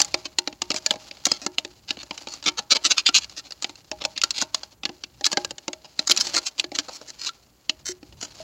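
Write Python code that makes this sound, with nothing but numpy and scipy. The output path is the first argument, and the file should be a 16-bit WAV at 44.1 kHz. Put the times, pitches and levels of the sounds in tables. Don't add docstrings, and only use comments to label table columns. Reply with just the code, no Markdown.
import sys
import numpy as np
from scipy import signal
from scipy.fft import rfft, irfft, next_fast_len
from scipy.io import wavfile
from scipy.ndimage import uniform_filter1d, minimum_filter1d, map_coordinates

SR = 44100
rng = np.random.default_rng(int(sys.argv[2]) if len(sys.argv) > 2 else 0)


def master(y):
    cut = np.clip(np.atleast_2d(y).T, -1, 1)
    pcm = np.round(cut * 32767)
    wavfile.write(sys.argv[1], SR, pcm.astype(np.int16))


N = 371760


def amp(db):
    return 10 ** (np.asarray(db) / 20)


def unit(x):
    return x / np.sqrt(np.mean(x ** 2) + 1e-20)


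def norm(x):
    return x / np.sqrt(np.sum(x ** 2) + 1e-20)


def noise(length):
    return rng.standard_normal(length)


def decay(t, t60):
    return amp(-60 * t / t60)


def along(points, hz):
    point_hz, values = np.transpose(points)
    return np.interp(np.log(hz + 1), np.log(point_hz), values)


def wobble(rate):
    knots = noise(int(N * rate / SR) + 4)
    return map_coordinates(knots, [np.arange(N) * rate / SR])


def colour(x, points, tilt=0):
    m = 2 * next_fast_len(len(x) // 2 + 512)
    hz = np.fft.rfftfreq(m, 1 / SR)
    log_gain = np.log(amp(along(points, hz))) + tilt * np.log(np.clip(hz, 2000, 7000))
    cepstrum = irfft(log_gain)
    cepstrum[1:m // 2] *= 2
    cepstrum[m // 2 + 1:] = 0
    return irfft(rfft(x, m) * np.exp(rfft(cepstrum)))[:len(x)]


def ring(x, modes, scatter_db):
    t = np.arange(min(len(x), SR // 2)) / SR
    hz, db, t60 = np.transpose(modes)[:, :, None]
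    strength = amp(db + scatter_db * noise(db.shape))
    answer = np.sum(strength * decay(t, t60) * np.sin(2 * np.pi * hz * t), 0)
    return signal.fftconvolve(x, answer)[:len(x)]


def add(track, s, sound):
    start = round(s * SR)
    sound = sound[:, max(-start, 0):]
    part = track[:, max(start, 0):][:, :sound.shape[1]]
    part += sound[:, :part.shape[1]]


# frequency in Hz, relative level in dB.
AIR_SPECTRUM = [(15, -53), (25, -38), (48, -9), (70, -5.5), (97, -28), (301, -7.5), (335, -10.5),
                (607, -15), (2000, -24.5), (5140, -36), (7110, -21), (8360, -32.5), (16000, -27.5)]
# time in seconds, level in dB before a random flutter.
RUMBLE_LEVELS = [(0, -59.5), (.6, -53), (1, -59), (1.3, -61.5), (4.7, -61.5), (7.9, -62), (8.1, -53)]


def air():
    hush = unit(colour(noise(N), AIR_SPECTRUM))
    rumble_spectrum = [(25, -20.5), (42, -19.5), (58, 1), (80, -6.5), (120, -4.0), (220, -12.5), (500, -46.0)]
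    rumble = colour(noise(N), rumble_spectrum)
    rumble = unit(rumble * amp(3.4 * wobble(8)))
    rumble_db = np.interp(np.arange(N) / SR, *np.transpose(RUMBLE_LEVELS))
    return amp(-63) * hush + amp(rumble_db) * rumble


# frequency in Hz, time to fall by 60 dB in seconds.
ROOM_DECAY = [(200, 0.45), (1000, 0.72), (4000, 0.04), (12000, 0.022)]


def room(x):
    hz, t, bands = signal.stft(noise(SR // 2), SR, nperseg=256)
    fade = decay(t, along(ROOM_DECAY, hz)[:, None])
    tail = signal.istft(bands * fade, SR, nperseg=256)[1]
    late = np.arange(len(tail)) > .006 * SR
    return signal.fftconvolve(x, norm(tail * late))[:N]


# time in seconds, level in dB before the hand's wavering.
RUB_LEVELS = [(0.0, -46), (0.45, -60.5), (0.82, -46), (1.15, -52), (1.5, -53), (1.64, -60), (1.9, -63.5),
              (2.16, -48), (2.37, -45.5), (2.56, -60.5), (2.72, -56), (2.93, -41), (3.05, -49),
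              (3.22, -52.5), (3.92, -60.5), (4.25, -55), (4.48, -51), (4.69, -63.5), (5.14, -61.5),
              (5.37, -52), (5.71, -58), (6.06, -57.5), (6.22, -37), (6.27, -36.5), (6.55, -56),
              (7.09, -49.5), (7.49, -65.5), (7.73, -69.5), (7.82, -61.5), (8.43, -50.5)]
SLIDE_DB, SLIDE_IN_S, SLIDE_OUT_S = -30, 0.0017, 0.048
STICK_DB, STICK_S = -2, 0.036


def pressure(waver_db=3.0):
    t = np.arange(N) / SR
    near = np.arange(-SR // 5, SR // 2) / SR
    stick = np.exp(-(near / STICK_S) ** 2) * (near < 0)
    slide = np.exp(np.minimum(near, 0) / SLIDE_IN_S - np.maximum(near, 0) / SLIDE_OUT_S)
    around = np.zeros((2, N))
    for s, db, *tone in CLICK_EVENTS:
        slide_power = (amp(db + SLIDE_DB) * slide) ** 2
        add(around, s + near[0], np.array([stick, slide_power]))
    stuck, sliding = around
    push_db = np.interp(t, *np.transpose(RUB_LEVELS)) + waver_db * wobble(15)
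    push = amp(push_db + STICK_DB * np.minimum(stuck, 1))
    return np.sqrt(push ** 2 + sliding)


def rubbing(ticks_per_s=45):
    catches = (rng.random(N) < ticks_per_s / SR) * rng.uniform(0.46, 1, N)
    t = np.arange(SR // 50) / SR
    ticks = signal.fftconvolve(catches, decay(t, 0.019))[:N] * noise(N)
    roughness = amp(3 * wobble(900) + 3.5 * wobble(60))
    grit = unit(noise(N) * roughness) + amp(-7.5) * unit(ticks)
    hiss = unit(colour(grit, SNAP_SPECTRUM))
    hiss += amp(-9) * unit(colour(grit, CLANK_SPECTRUM))
    hiss += amp(-18.5) * unit(colour(grit, SPARKLE_SPECTRUM))
    hiss += amp(-24.5) * unit(ring(grit, STEEL_MODES, scatter_db=12.0))
    low = amp(-8.5) * unit(colour(grit, KNOCK_SPECTRUM))
    return pressure() * np.array([hiss, low])


# frequency in Hz, relative level in dB, time to fall by 60 dB in seconds.
HOUSING_MODES = [(222, -13, .11), (307, 0, .12), (360, -4, .25), (592, -7, .14), (630, -3, .21),
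                 (826, -4, .2), (917, -6, .21), (1063, -6, .12)]


def housing(knocks, damping_db=1.5):
    hum = np.zeros(N)
    for mode in HOUSING_MODES:
        hum += ring(knocks, [mode], scatter_db=0.5) * amp(damping_db * wobble(5))
    return amp(-1) * knocks + amp(-6.5) * np.std(knocks) * unit(hum)


# start in seconds, frequency in Hz, level in dB.
PING_EVENTS = [(0.909, 4250, -15), (1.318, 4970, -1.5), (2.482, 1347, -21.5), (3.088, 1367, -19),
               (3.917, 622, -30), (3.93, 826, -34), (4.236, 1364, -18.5), (5.266, 1712, -23),
               (5.332, 1660, -26), (5.371, 1580, -20.5), (5.45, 1640, -31), (5.993, 4100, -9),
               (6.371, 1376, -18.5), (7.291, 1354, -26), (7.697, 2690, -16.5), (7.695, 4230, -8.5),
               (7.893, 363, -29), (8.402, 640, -32)]
PING_CYCLES = 74


def pings():
    track, t = np.zeros((1, N)), np.arange(SR // 2) / SR
    for s, hz, db in PING_EVENTS:
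        onset = 1 - np.exp(-t / 0.00031)
        fade = amp(db) * decay(t, PING_CYCLES / hz)
        tone = fade * onset * np.sin(2 * np.pi * hz * t)
        add(track, s, tone[None])
    return track[0]


# frequency in Hz, level in dB before random scatter,
# time to fall by 60 dB in seconds.
STEEL_MODES = [(1350, -3, .06), (1710, -8, .07), (2714, -3, .07), (3062, -5, .05), (3698, -4, .06),
               (4184, 0, .05), (4560, -5, .04), (5100, -7, .04), (5935, -5, .05), (6660, -6, .05)]
# frequency in Hz, relative level in dB.
KNOCK_SPECTRUM = [(30, -36), (100, -22), (190, -9), (320, 0), (470, -5), (650, -1), (900, -4), (1300, -25),
                  (2500, -70)]
# frequency in Hz, relative level in dB.
CLANK_SPECTRUM = [(400, -39.5), (850, -5.5), (1350, 1), (1800, -2.5), (2200, 1.5), (3000, -5), (5000, -67)]
# frequency in Hz, relative level in dB.
SNAP_SPECTRUM = [(1200, -76), (2200, -10), (2800, 0.5), (3700, -0.5), (4200, 5.5), (4800, 4.5), (5500, 0.5),
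                 (7000, -0.5), (7700, -7.5), (8500, -20.5), (10000, -59.5)]
# frequency in Hz, relative level in dB.
SPARKLE_SPECTRUM = [(6000, -27.5), (8500, 1), (10300, 2), (12000, -1), (13200, -7.5), (15700, -4.5)]
USUAL_HZ, USUAL_KNOCK_DB = 4418, -12
CLANK_DB, CLANK_PER_KNOCK, CLANK_DB_PER_OCTAVE = -11, 0.37, 6
SPARKLE_DB, SPARKLE_DB_PER_OCTAVE = -27.5, 19


def through(force, answer):
    return norm(signal.fftconvolve(force, answer)[:len(force)])


def bore(force, direct_db, t60):
    t = np.arange(len(force)) / SR
    flutter = through(force, noise(len(t)) * decay(t, t60))
    return norm(amp(direct_db) * norm(force) + flutter)


def contact(force, length, db, knock_db, bright_hz, steel_db, tip_db, extra_treble_db=0):
    t = np.arange(len(force)) / SR
    octaves = np.log2(bright_hz / USUAL_HZ)
    clank_db = CLANK_DB + CLANK_PER_KNOCK * (knock_db - USUAL_KNOCK_DB) + CLANK_DB_PER_OCTAVE * octaves
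    sparkle_db = SPARKLE_DB + SPARKLE_DB_PER_OCTAVE * octaves + extra_treble_db
    snap = bore(force, direct_db=-9.0, t60=0.018)
    steel = norm(colour(snap, SNAP_SPECTRUM, tilt=4.4 * octaves))
    tip = through(force, decay(t, 0.032) * np.sin(2 * np.pi * .96 * bright_hz * t))
    steel = norm(steel + amp(tip_db) * tip)
    steel += amp(clank_db) * norm(colour(snap, CLANK_SPECTRUM))
    steel += amp(steel_db) * norm(ring(force, STEEL_MODES, scatter_db=16))
    steel += amp(sparkle_db) * norm(colour(snap, SPARKLE_SPECTRUM))
    thud = bore(force, direct_db=-10.5, t60=0.031)
    knock = amp(knock_db - 2) * norm(colour(thud, KNOCK_SPECTRUM))
    return amp(db) * np.sqrt(length * SR) * np.array([steel, knock])


# start in seconds, length in seconds, drive level in dB,
# knock drive on the housing in dB re level (before a shared trim), brightness in Hz.
SCRAPE_EVENTS = [(0, 0.0058, -14, -9.5, 5200), (0.253, 0.011, -28.5, -10, 4200),
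                 (0.755, 0.031, -33.5, -17.5, 5030), (1.265, 0.11, -38, -19.5, 4400),
                 (1.418, 0.035, -40, -3.5, 4990), (1.882, 0.024, -35, -15.5, 3840),
                 (1.99, 0.029, -39.5, -13.5, 3830), (2.281, 0.08, -40, -20.5, 4700),
                 (2.444, 0.007, -33, -15.5, 4420.0), (2.463, 0.027, -18.5, -11.5, 3940),
                 (2.576, 0.021, -25, -10, 4170), (2.71, 0.018, -9, -21, 4180),
                 (2.753, 0.019, -20, -10.5, 4150), (2.847, 0.024, -16, -20.5, 4100),
                 (2.906, 0.019, -14.5, -21, 4160), (2.97, 0.037, -20, -28.5, 3760),
                 (3.061, 0.028, -12.5, -37.5, 3690), (3.148, 0.03, -11, -35, 4180),
                 (3.212, 0.028, -37.0, -25.5, 4200), (3.367, 0.036, -34, -16, 4620),
                 (3.446, 0.035, -48, -9.5, 4520.0), (3.625, 0.0088, -27, -16, 4650),
                 (4.006, 0.025, -34.5, -5.5, 3450), (4.162, 0.035, -39, -11.5, 3470),
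                 (4.342, 0.098, -31, -20, 4600), (5.247, 0.015, -19.5, -33, 5000),
                 (5.319, 0.011, -24, -14, 4870), (5.851, 0.011, -44, 0, 4000),
                 (6.072, 0.0083, -18.5, -29, 5190.0), (6.097, 0.023, -16.5, -12, 5150),
                 (6.184, 0.011, -30.5, -9.5, 4370), (6.203, 0.013, -15.5, -35, 5470),
                 (6.216, 0.09, -35, -30, 4830), (6.339, 0.013, -22.5, -9.5, 4500),
                 (6.357, 0.032, -19.5, -15, 4530), (6.459, 0.025, -25.5, -26, 4770),
                 (6.584, 0.024, -32, -13, 4540.0), (6.747, 0.014, -27, -13, 4400),
                 (6.79, 0.0089, -18, -13, 4430), (6.884, 0.013, -37.5, 3.5, 4830),
                 (6.929, 0.04, -39.5, -23, 5800), (7.075, 0.032, -39.0, -15.5, 5000),
                 (7.191, 0.1, -34.5, -23, 4550), (7.261, 0.026, -27, -27.5, 4300),
                 (7.858, 0.059, -31, -21.5, 5850), (8.21, 0.048, -34.5, -16, 4930)]


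def scrapes(slip_hz=290, uneven=0.23):
    track, lead = np.zeros((2, N)), SR // 60
    t = (np.arange(SR // 7) - lead) / SR
    for s, length, db, *tone in SCRAPE_EVENTS:
        gaps, sizes = noise((2, 70))
        times = np.cumsum(np.exp(uneven * gaps)) / slip_hz
        slips = np.bincount((times * SR).astype(int), amp(6.9 * sizes), len(t))[:len(t)]
        press = 0.73 + 0.34 * np.sin(np.pi * np.clip(t / length, 0, 1))
        bite = np.minimum(t, 0) / 0.0031
        release = np.maximum(t - length + 0.0025, 0) / 0.0037
        press *= np.exp(bite - release)
        friction = norm(press * noise(len(t)))
        force = norm(press * slips) + amp(-6.5) * friction
        add(track, s - lead / SR, contact(force, length, db, *tone, steel_db=-15.5, tip_db=-8))
    return track


# time in seconds, drive level in dB,
# knock drive on the housing in dB re level (before a shared trim), brightness in Hz.
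CLICK_EVENTS = [(0.0161, -13, -31, 5200), (0.047, -29.0, -23, 5520), (0.1422, -18.5, -4.5, 3850),
                (0.386, -15.5, -13.5, 4570), (0.4746, -24, -4.5, 4200), (0.527, -43, 0.5, 3670),
                (0.6187, -21.5, -9.5, 4700), (0.7038, -21.5, -5.5, 4200), (0.7156, -23.5, -12, 4400),
                (0.7427, -30.5, 0, 5150), (0.7621, -25, -12, 4460), (0.8624, -16, -16.5, 4870),
                (0.908, -14, -11.5, 4200), (0.9382, -42, 7.5, 4110), (0.9578, -42.5, 4.5, 4210),
                (1.1114, -35, -9.5, 3960), (1.17, -48.5, -4.5, 3670), (1.2539, -12.5, -27, 5130),
                (1.2666, -21, -5, 5000), (1.316, -20, -8.5, 5130), (1.464, -22.5, -2.5, 4780),
                (1.5832, -17.5, -14, 4310), (1.649, -32.5, -1, 4140), (1.9064, -21.0, -14, 3910),
                (1.9706, -42, 3, 3650), (2.0312, -38.0, -6, 4630), (2.1091, -30.5, -0.5, 3500),
                (2.1772, -34, -17.5, 4000), (2.2714, -34.5, 1, 3770), (2.3382, -33.5, -15, 4470),
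                (2.4266, -38, -11, 4200), (2.4797, -21.5, -13.5, 4000), (3.0897, -20, -9.5, 3800),
                (3.184, -22.5, -20, 4420.0), (3.2444, -32.5, -24, 4100), (3.2963, -41.5, -16, 4600),
                (3.5073, -37, -10.5, 4770), (3.5213, -32.5, -21, 4550), (3.6439, -23, -9, 3440),
                (3.694, -39.5, 0, 4530), (3.7556, -44, -22, 4330), (3.915, -28, -4.5, 4320),
                (4.0397, -34, -3, 4080), (4.0504, -20, -7, 4550), (4.177, -24.5, -22, 4300),
                (4.216, -21, -44.5, 4050), (4.2364, -14.0, -19.5, 4500), (4.242, -29, -22.5, 4000),
                (4.3071, -20.5, -38, 4500), (4.3847, -27, -18.5, 4400), (4.4147, -21, -20.5, 4690),
                (4.4219, -22.5, -4.5, 5420), (4.5453, -18, -14.5, 4550.0), (4.633, -32.5, -10.5, 4160),
                (4.8341, -31.5, -7.5, 3240.0), (4.8533, -21, -12.5, 3530), (4.892, -38.5, 6.5, 3730),
                (5.0372, -30, -15, 3560), (5.2101, -39, 3, 3960.0), (5.243, -18.5, -38, 4060),
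                (5.264, -14.5, -21, 4610.0), (5.329, -23.5, -6.5, 4660), (5.372, -19, 0, 3970),
                (5.4472, -25, -9.5, 4950), (5.5081, -30.5, -5, 4870), (5.5819, -35.5, -11, 4500),
                (5.6803, -27, 0, 4070), (5.7313, -31, -7.5, 4230), (5.9918, -20.5, -11.5, 4250),
                (6.114, -6, -40.5, 4540), (6.1639, -25.5, -22.5, 4570), (6.174, -17.5, -25, 4800),
                (6.2685, -28, -10, 5000), (6.5969, -16.5, -29, 4200), (6.6416, -30, -2, 4070),
                (6.718, -39, 7.5, 4700), (7.014, -45.5, 6.5, 5150.0), (7.2908, -31.5, -43, 4100),
                (7.695, -18.5, -16.5, 4090), (8.029, -50, 10, 3930), (8.125, -51.5, 0.5, 4060),
                (8.2267, -32, -2.5, 4930)]
OVERLOAD_DB, TREBLE_PER_DB = -18, 0.7


def clicks():
    track, lead = np.zeros((2, N)), SR // 100
    t = (np.arange(SR // 14) - lead) / SR
    for s, db, *tone in CLICK_EVENTS:
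        slip = norm(noise(len(t)) * np.exp(-np.abs(t) / 0.0032) * (t < 0))
        bounces = noise(len(t)) * rng.exponential(size=len(t))
        chatter = norm(bounces * np.exp(-np.abs(t) / 0.0028) * (t > 0))
        force = (t == 0) + amp(-23.0) * slip + amp(-1.5) * chatter
        treble_db = TREBLE_PER_DB * max(db - OVERLOAD_DB, 0)
        sound = contact(force, 0.0097, db, *tone, steel_db=-20.5, tip_db=-15.5, extra_treble_db=treble_db)
        add(track, s - lead / SR, sound)
    return track


# frequency in Hz, gain in dB.
THIN_STEEL = [(100, -23.5), (800, 0)]


def scene():
    steel, knocks = clicks() + scrapes() + rubbing()
    work = colour(steel, THIN_STEEL) + housing(knocks) + pings()
    mid = work + amp(-32.5) * room(work) + air()
    width = np.minimum(amp(8.9 * wobble(12)), 2)
    side_spectrum = [(3200, -79), (4600, -56.5), (7000, -37), (15000, -12)]
    side = colour(mid * width * wobble(700), side_spectrum)
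    return np.array([mid + side, mid - side])


TOP_HZ = 15900


def record(dry):
    need = np.minimum(1, .8 / (np.abs(dry).max(0) + 1e-9))
    gain = uniform_filter1d(minimum_filter1d(need, size=61), size=61)
    m = next_fast_len(N + SR // 2)
    passed = np.fft.rfftfreq(m, 1 / SR) < TOP_HZ
    return irfft(rfft(dry * gain, m) * passed, m)[:, :N]


dry = scene()
out = record(dry)
master(out)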